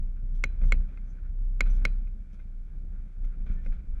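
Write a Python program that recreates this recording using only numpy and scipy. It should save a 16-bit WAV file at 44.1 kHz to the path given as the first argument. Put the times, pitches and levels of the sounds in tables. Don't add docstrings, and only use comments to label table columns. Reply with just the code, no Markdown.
import sys
import numpy as np
from scipy.fft import rfft, irfft, next_fast_len
from scipy.io import wavfile
from scipy.ndimage import map_coordinates

SR = 44100
rng = np.random.default_rng(int(sys.argv[2]) if len(sys.argv) > 2 else 0)


def file_out(sig):
    cols = np.atleast_2d(sig).T
    lim = np.clip(cols, -1, 1)
    pcm = np.round(lim * 32767).astype(np.int16)
    wavfile.write(sys.argv[1], SR, pcm)


N = 176400
T = np.arange(N) / SR

# time_s, level_db
BOOM_LEVEL = [(0.0, -26.5), (0.14, -33.5), (0.4, -26), (0.5, -31), (0.57, -31), (0.64, -18.5),
              (0.73, -20.5), (0.83, -26), (0.96, -43), (1.0, -33.5), (1.18, -38.5), (1.43, -26),
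              (1.6, -27.5), (1.66, -20), (2.04, -29), (2.26, -42), (2.6, -35), (2.72, -42.5), (2.78, -33.5),
              (2.91, -36.5), (2.96, -31.5), (3.03, -35.5), (3.12, -43), (3.25, -25), (3.36, -38.5),
              (3.41, -27), (3.48, -38.5), (3.52, -28), (3.64, -34.5), (3.7, -22), (3.83, -49),
              (3.91, -28.5), (4.0, -33)]
# time_s, pitch_hz
BOOM_PITCH = [(0.0, 27.75), (0.17, 30.42), (0.8, 30.15), (0.89, 31.83), (2.16, 31.74), (2.4, 28.67),
              (3.16, 30.36), (3.65, 28.29), (3.75, 24.62)]
# harmonic, gain_db
BOOM_OVERTONES = [(2, -30), (3, -38)]

# start_s, level_db, crack_db, rebound_db, tail_db, tail_top_mode_db
KNOCKS = [(0.4389, -16, 2, -12, 2, -13), (0.722, -14.5, -8, -12, -6.5, 4), (1.607, -13.5, 0, -14, 0, 0),
          (1.852, -13.5, -1, -11.5, -1, 3.5)]
# freq_hz, gain_db, t60_s
FITTING_MODES = [(290, -24, .022), (540, -13, .03), (820, -31, .02), (1390, -7.5, .012), (1510, -10.5, .02),
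                 (2180, 2, .0175), (2620, -24, .012), (3200, -15, .012), (4060, -22, .028),
                 (4500, -24, .02), (5400, -23, .009), (7300, -20, .009)]
# freq_hz, gain_db, t60_s
BRACKET_MODES = [(2435, -34, .14), (3984, -51.5, 0.27), (4610, -57.5, .3)]
# freq_hz, gain_db
CRACK_SPECTRUM = [(300, -23.5), (1500, -17.5), (3300, -1), (5000, 1.5), (7500, -3.5), (8700, -20.5),
                  (10200, -9), (13000, -23), (16000, -31)]
# freq_hz, gain_db
THUMP_SPECTRUM = [(70, -18), (130, -2.5), (195, -3), (300, -14), (550, -22.5), (900, -32), (1500, -31),
                  (2400, -27), (3500, -42), (8000, -85)]

# time_s, level_db
THUD_LEVEL = [(0.04, -41.5), (0.33, -51), (0.55, -39.5), (0.73, -35), (0.86, -40), (1.04, -49),
              (1.32, -40.5), (1.56, -51.5), (1.65, -38), (2.1, -44.5), (2.55, -52), (2.72, -49.5),
              (2.89, -40.5), (3.03, -43.5), (3.12, -56), (3.2, -48), (3.38, -50.5), (3.47, -36.5),
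              (3.51, -27), (3.55, -41), (3.7, -45), (3.76, -44.5), (3.86, -44.5), (3.97, -39)]
# freq_hz, gain_db
THUD_SPECTRUM = [(8, -22), (20, -7), (32, 1), (48, 7.5), (64, 2.5), (82, -8), (130, -31), (250, -84),
                 (600, -120)]
# time_s, level_db
ROAR_LEVEL = [(0.0, -52), (0.17, -56.5), (0.53, -52), (0.8, -49.5), (0.93, -54), (1.02, -55.5),
              (1.38, -54.5), (1.53, -55.5), (1.65, -54), (1.76, -47.5), (1.85, -50), (1.99, -53.5),
              (2.22, -57.5), (2.54, -57), (2.7, -56.5), (2.9, -55.5), (3.06, -54.5), (3.13, -60.5),
              (3.23, -52.5), (3.32, -57), (3.38, -52.5), (3.53, -51), (3.62, -53.5), (3.72, -49),
              (3.82, -56.5), (4.0, -53)]
# freq_hz, gain_db
ROAR_SPECTRUM = [(50, -24), (88, 2), (105, 1), (135, -4), (195, -1.5), (250, -11.5), (320, -18), (420, -23),
                 (560, -25), (850, -34), (1500, -74.5), (4000, -120)]
# start_s, level_db, body_pitch_hz
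BUMPS = [(0.222, -36.5, 110), (0.317, -42, 110), (0.45, -38.5, 140), (0.611, -35, 190.5),
         (0.651, -31, 103.2), (1.246, -44, 160), (1.661, -40.5, 185.8), (1.832, -40.5, 238),
         (2.015, -48.5, 218), (2.144, -44.5, 215.4), (2.33, -47, 200), (2.435, -42, 96),
         (2.745, -44, 133.5), (2.836, -39, 116), (2.965, -47, 130), (3.405, -43.5, 195.5),
         (3.496, -36.5, 207), (3.689, -40, 186.3)]
# freq_hz, gain_db
SHUDDER_SPECTRUM = [(50, -12.5), (105, 2), (150, -2.5), (200, -6), (300, -20), (560, -28), (1000, -57.5),
                    (2500, -120)]

# start_s, level_db, body_db, bounce_db
TAPS = [(0.6145, -51.5, 2.5, -16), (0.6331, -50.5, 3.5, -14), (0.973, -52, -10, -9.5),
        (2.0703, -57.5, -14.5, -6), (2.392, -59, -8, 2), (3.2428, -55.5, -4.5, -6), (3.6611, -47.5, 1, -14)]
# freq_hz, gain_db, t60_s
PANEL_MODES = [(1300, -6.5, .04), (1480, -6, 0.032), (2100, -5.5, 0.052), (2480, -9.5, 0.054)]
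# freq_hz, gain_db, t60_s
PANEL_BODY_MODES = [(304, -1.5, 0.035), (528, -0.5, 0.071), (840, -7.5, 0.031)]
# start_s, level_db, t60_s
RATTLES = [(0.637, -54.5, 0.11), (0.884, -59.5, 0.077), (1.656, -49.5, 0.16), (1.696, -56, 0.13),
           (1.776, -60, .1), (1.815, -58, .1), (2.33, -63.5, 0.15), (2.408, -64, 0.1), (3.46, -56, 0.2),
           (3.495, -61.5, 0.28), (3.72, -57.5, 0.2)]
# freq_hz, gain_db
TRIM_SPECTRUM = [(200, 0), (560, 6.5), (900, -5.5), (1480, 7.5), (1900, -5.5), (2350, 5.5), (2800, -11.5),
                 (3400, -8), (4800, -19.5), (6200, -22), (8000, -31.5), (16000, -53.5)]

# time_s, level_db
GRIT_LEVEL = [(0.0, -75), (0.3, -76.5), (0.59, -69), (0.77, -68.5), (1.37, -78), (1.55, -77), (1.65, -68.5),
              (1.77, -67.5), (1.94, -70), (2.04, -76.5), (2.6, -79), (2.83, -77), (3.4, -74), (3.55, -71),
              (3.72, -68.5), (3.84, -74.5)]
# freq_hz, gain_db
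GRIT_SPECTRUM = [(300, -12.5), (600, -8.5), (950, -5), (1200, -2), (1480, 4), (1900, -6.5), (2350, 0.5),
                 (2750, -15.5), (3400, -12.5), (4500, -28), (6200, -23), (9000, -39.5), (16000, -68)]
# start_s, length_s, level_db
CRUNCHES = [(0.15, 0.054, -71), (1.06, 0.065, -74), (1.135, 0.086, -69), (1.22, 0.08, -69.5),
            (2.65, 0.17, -75), (2.9, .13, -72), (3.3, 0.069, -67.5), (3.71, .04, -61), (3.94, 0.067, -71)]
# freq_hz, gain_db
CRUNCH_SPECTRUM = [(500, -16.5), (1000, -10), (1250, 0.5), (1520, 3.5), (1900, -9), (2350, -6.5),
                   (2800, -19), (4500, -28.5), (9000, -46)]

# start_s, length_s, level_db
SCRAPES = [(0.335, .07, -75), (0.62, 0.11, -74.5), (1.645, 0.18, -71.5), (2.315, .055, -77),
           (3.23, .04, -78), (3.62, 0.095, -79)]
# freq_hz, gain_db
SCRAPE_SPECTRUM = [(2000, -22.5), (3200, 6), (4500, -3), (6200, 3), (7200, -7.5), (8600, -7), (11500, -13),
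                   (15000, -27)]
# start_s, length_s, pitch_hz, level_db, scratch_0_to_1
SQUEAKS = [(0.454, 0.0066, 6200, -63, 0.9), (0.646, 0.034, 6100, -74.5, 0.6), (1.04, 0.12, 6130, -80, 0.94),
           (1.692, 0.037, 5990, -65.5, 0), (1.699, 0.09, 6150, -80, 0.3), (1.682, 0.082, 10020, -79, 0.02),
           (3.528, 0.021, 6300, -77, 0.74), (3.549, 0.079, 1770, -67, 0.14)]
# freq_hz, gain_db
HISS_SPECTRUM = [(500, 1.5), (4000, 1.5), (10000, -3.5), (12500, -12.5), (16000, -18.5)]


def cabin_boom():
    phase = 2 * np.pi * np.cumsum(curve(BOOM_PITCH)) / SR
    overtones = sum(amp(db) * np.sin(k * phase + wobble(rate_hz=5.3)) for k, db in BOOM_OVERTONES)
    level_db = curve(BOOM_LEVEL) + 1 + 0.17 * wobble(rate_hz=4.4)
    return unit(np.sin(phase) + overtones) * amp(level_db)


def fitting_knocks():
    attack_s, rebound_s = 0.00034, 0.00275
    out, t = np.zeros(N), np.arange(SR // 3) / SR
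    for start_s, level_db, crack_db, rebound_db, tail_db, top_db in KNOCKS:
        ring = ringing(FITTING_MODES, t, attack_s)
        tail = ringing(BRACKET_MODES[:-1], t, attack_s)
        tail += amp(top_db) * ringing(BRACKET_MODES[-1:], t, attack_s)
        crack = amp(crack_db - 12.5) * noise(CRACK_SPECTRUM)[:len(t)] * strike(t, attack_s, t60_s=0.0099)
        thump = amp(-18) * noise(THUMP_SPECTRUM)[:len(t)] * strike(t, attack_s=0.0021, t60_s=0.11)
        add(out, start_s, amp(level_db) * (ring + crack + thump + amp(tail_db) * tail))
        add(out, start_s + rebound_s, amp(level_db + rebound_db) * (ring + crack))
    return out


def chassis_rumble():
    thuds = amp(curve(THUD_LEVEL) + 2.5) * noise(THUD_SPECTRUM)
    roar = amp(curve(ROAR_LEVEL) + 2.5) * grainy(ROAR_SPECTRUM, grain_db=2)
    shudder = amp(-3.5) * noise(SHUDDER_SPECTRUM)
    bumps = np.zeros(N)
    for start_s, level_db, pitch_hz in BUMPS:
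        t = T - start_s
        body = np.sqrt(2) * np.sin(2 * np.pi * pitch_hz * t)
        bumps += amp(level_db) * strike(t, attack_s=0.0088, t60_s=0.14) * (body + shudder)
    return thuds + roar + bumps


def panel_taps():
    attack_s, mean_bounce_s = 0.00069, 0.0067
    out, t = np.zeros(N), np.arange(SR // 4) / SR
    for start_s, level_db, body_db, bounce_db in TAPS:
        click = amp(-1.5) * noise(TRIM_SPECTRUM)[:len(t)] * strike(t, attack_s, t60_s=0.029)
        contact = click + ringing(PANEL_MODES, t, attack_s)
        body = amp(body_db) * ringing(PANEL_BODY_MODES, t, attack_s)
        bounce_s = mean_bounce_s * (1 + rng.normal() / 10)
        add(out, start_s, amp(level_db) * (contact + body))
        add(out, start_s + bounce_s, amp(level_db + bounce_db) * contact)
    return out


def trim_rattles():
    attack_s = 0.00404
    flurries = sum(amp(db) * strike(T - start_s, attack_s, t60_s) for start_s, db, t60_s in RATTLES)
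    return flurries * grainy(TRIM_SPECTRUM, grain_db=1.5)


def tyre_grind():
    grit_db = curve(GRIT_LEVEL) + 0.5 + 1.57 * wobble(rate_hz=22)
    grit = amp(grit_db) * grainy(GRIT_SPECTRUM, grain_db=2)
    gravel = swells(CRUNCHES) * grainy(CRUNCH_SPECTRUM, grain_db=1.5)
    return grit + gravel


def trim_scrapes():
    return swells(SCRAPES) * grainy(SCRAPE_SPECTRUM, grain_db=4)


def trim_squeaks():
    out = np.zeros(N)
    for start_s, length_s, pitch_hz, level_db, scratch in SQUEAKS:
        n = int(length_s * SR)
        envelope = np.hanning(n) * np.abs(1 + scratch * wobble(rate_hz=500)[:n] / 2)
        jitter = (0.004 + scratch * 0.068) * wobble(rate_hz=2000)[:n]
        phase = 2 * np.pi * np.cumsum(pitch_hz * (1 + jitter)) / SR
        add(out, start_s, amp(level_db) * np.sqrt(2) * envelope * np.sin(phase))
    return out


def hiss():
    return amp(-84) * noise(HISS_SPECTRUM)


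def amp(db):
    return 10 ** (np.asarray(db) / 20)


def unit(x):
    return x / np.sqrt(np.mean(x ** 2) + 1e-20)


def curve(rows):
    return np.interp(T, *np.transpose(rows))


def wobble(rate_hz):
    return map_coordinates(rng.standard_normal(int(4.2 * rate_hz) + 4), [T * rate_hz])


def filtered(x, gain):
    size = next_fast_len(N + SR // 2)
    return irfft(rfft(x, size) * gain(np.fft.rfftfreq(size, 1 / SR)), size)[:N]


def coloured(x, spectrum):
    freq_hz, gain_db = np.transpose(spectrum)
    return unit(filtered(x, lambda hz: amp(np.interp(np.log(hz + 1), np.log(freq_hz), gain_db))))


def noise(spectrum):
    return coloured(rng.standard_normal(N), spectrum)


def grainy(spectrum, grain_db):
    return coloured(rng.standard_normal(N) * amp(grain_db * wobble(rate_hz=400)), spectrum)


def strike(t, attack_s, t60_s):
    t = np.maximum(t, 0)
    return (1 - np.exp(-t / attack_s)) * np.exp(-np.log(1000) * t / t60_s)


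def ringing(modes, t, attack_s, scatter_db=0.5):
    return sum(amp(db + rng.normal(0, scatter_db)) * strike(t, attack_s, t60_s)
               * np.sin(2 * np.pi * hz * t) for hz, db, t60_s in modes)


def swells(rows):
    return sum(amp(db) * np.sin(np.pi * np.clip((T - start_s) / length_s, 0, 1))
               for start_s, length_s, db in rows)


def add(track, start_s, sound):
    part = track[int(start_s * SR):][:len(sound)]
    part += sound[:len(part)]


def scene():
    mix = cabin_boom() + fitting_knocks() + chassis_rumble() + panel_taps() + trim_rattles()
    mix += tyre_grind() + trim_scrapes() + trim_squeaks() + hiss()
    return mix[None]


def record(dry):
    cutoff_hz = 15800
    return filtered(dry[0], lambda hz: hz < cutoff_hz)[None]


dry = scene()
out = record(dry)
file_out(out)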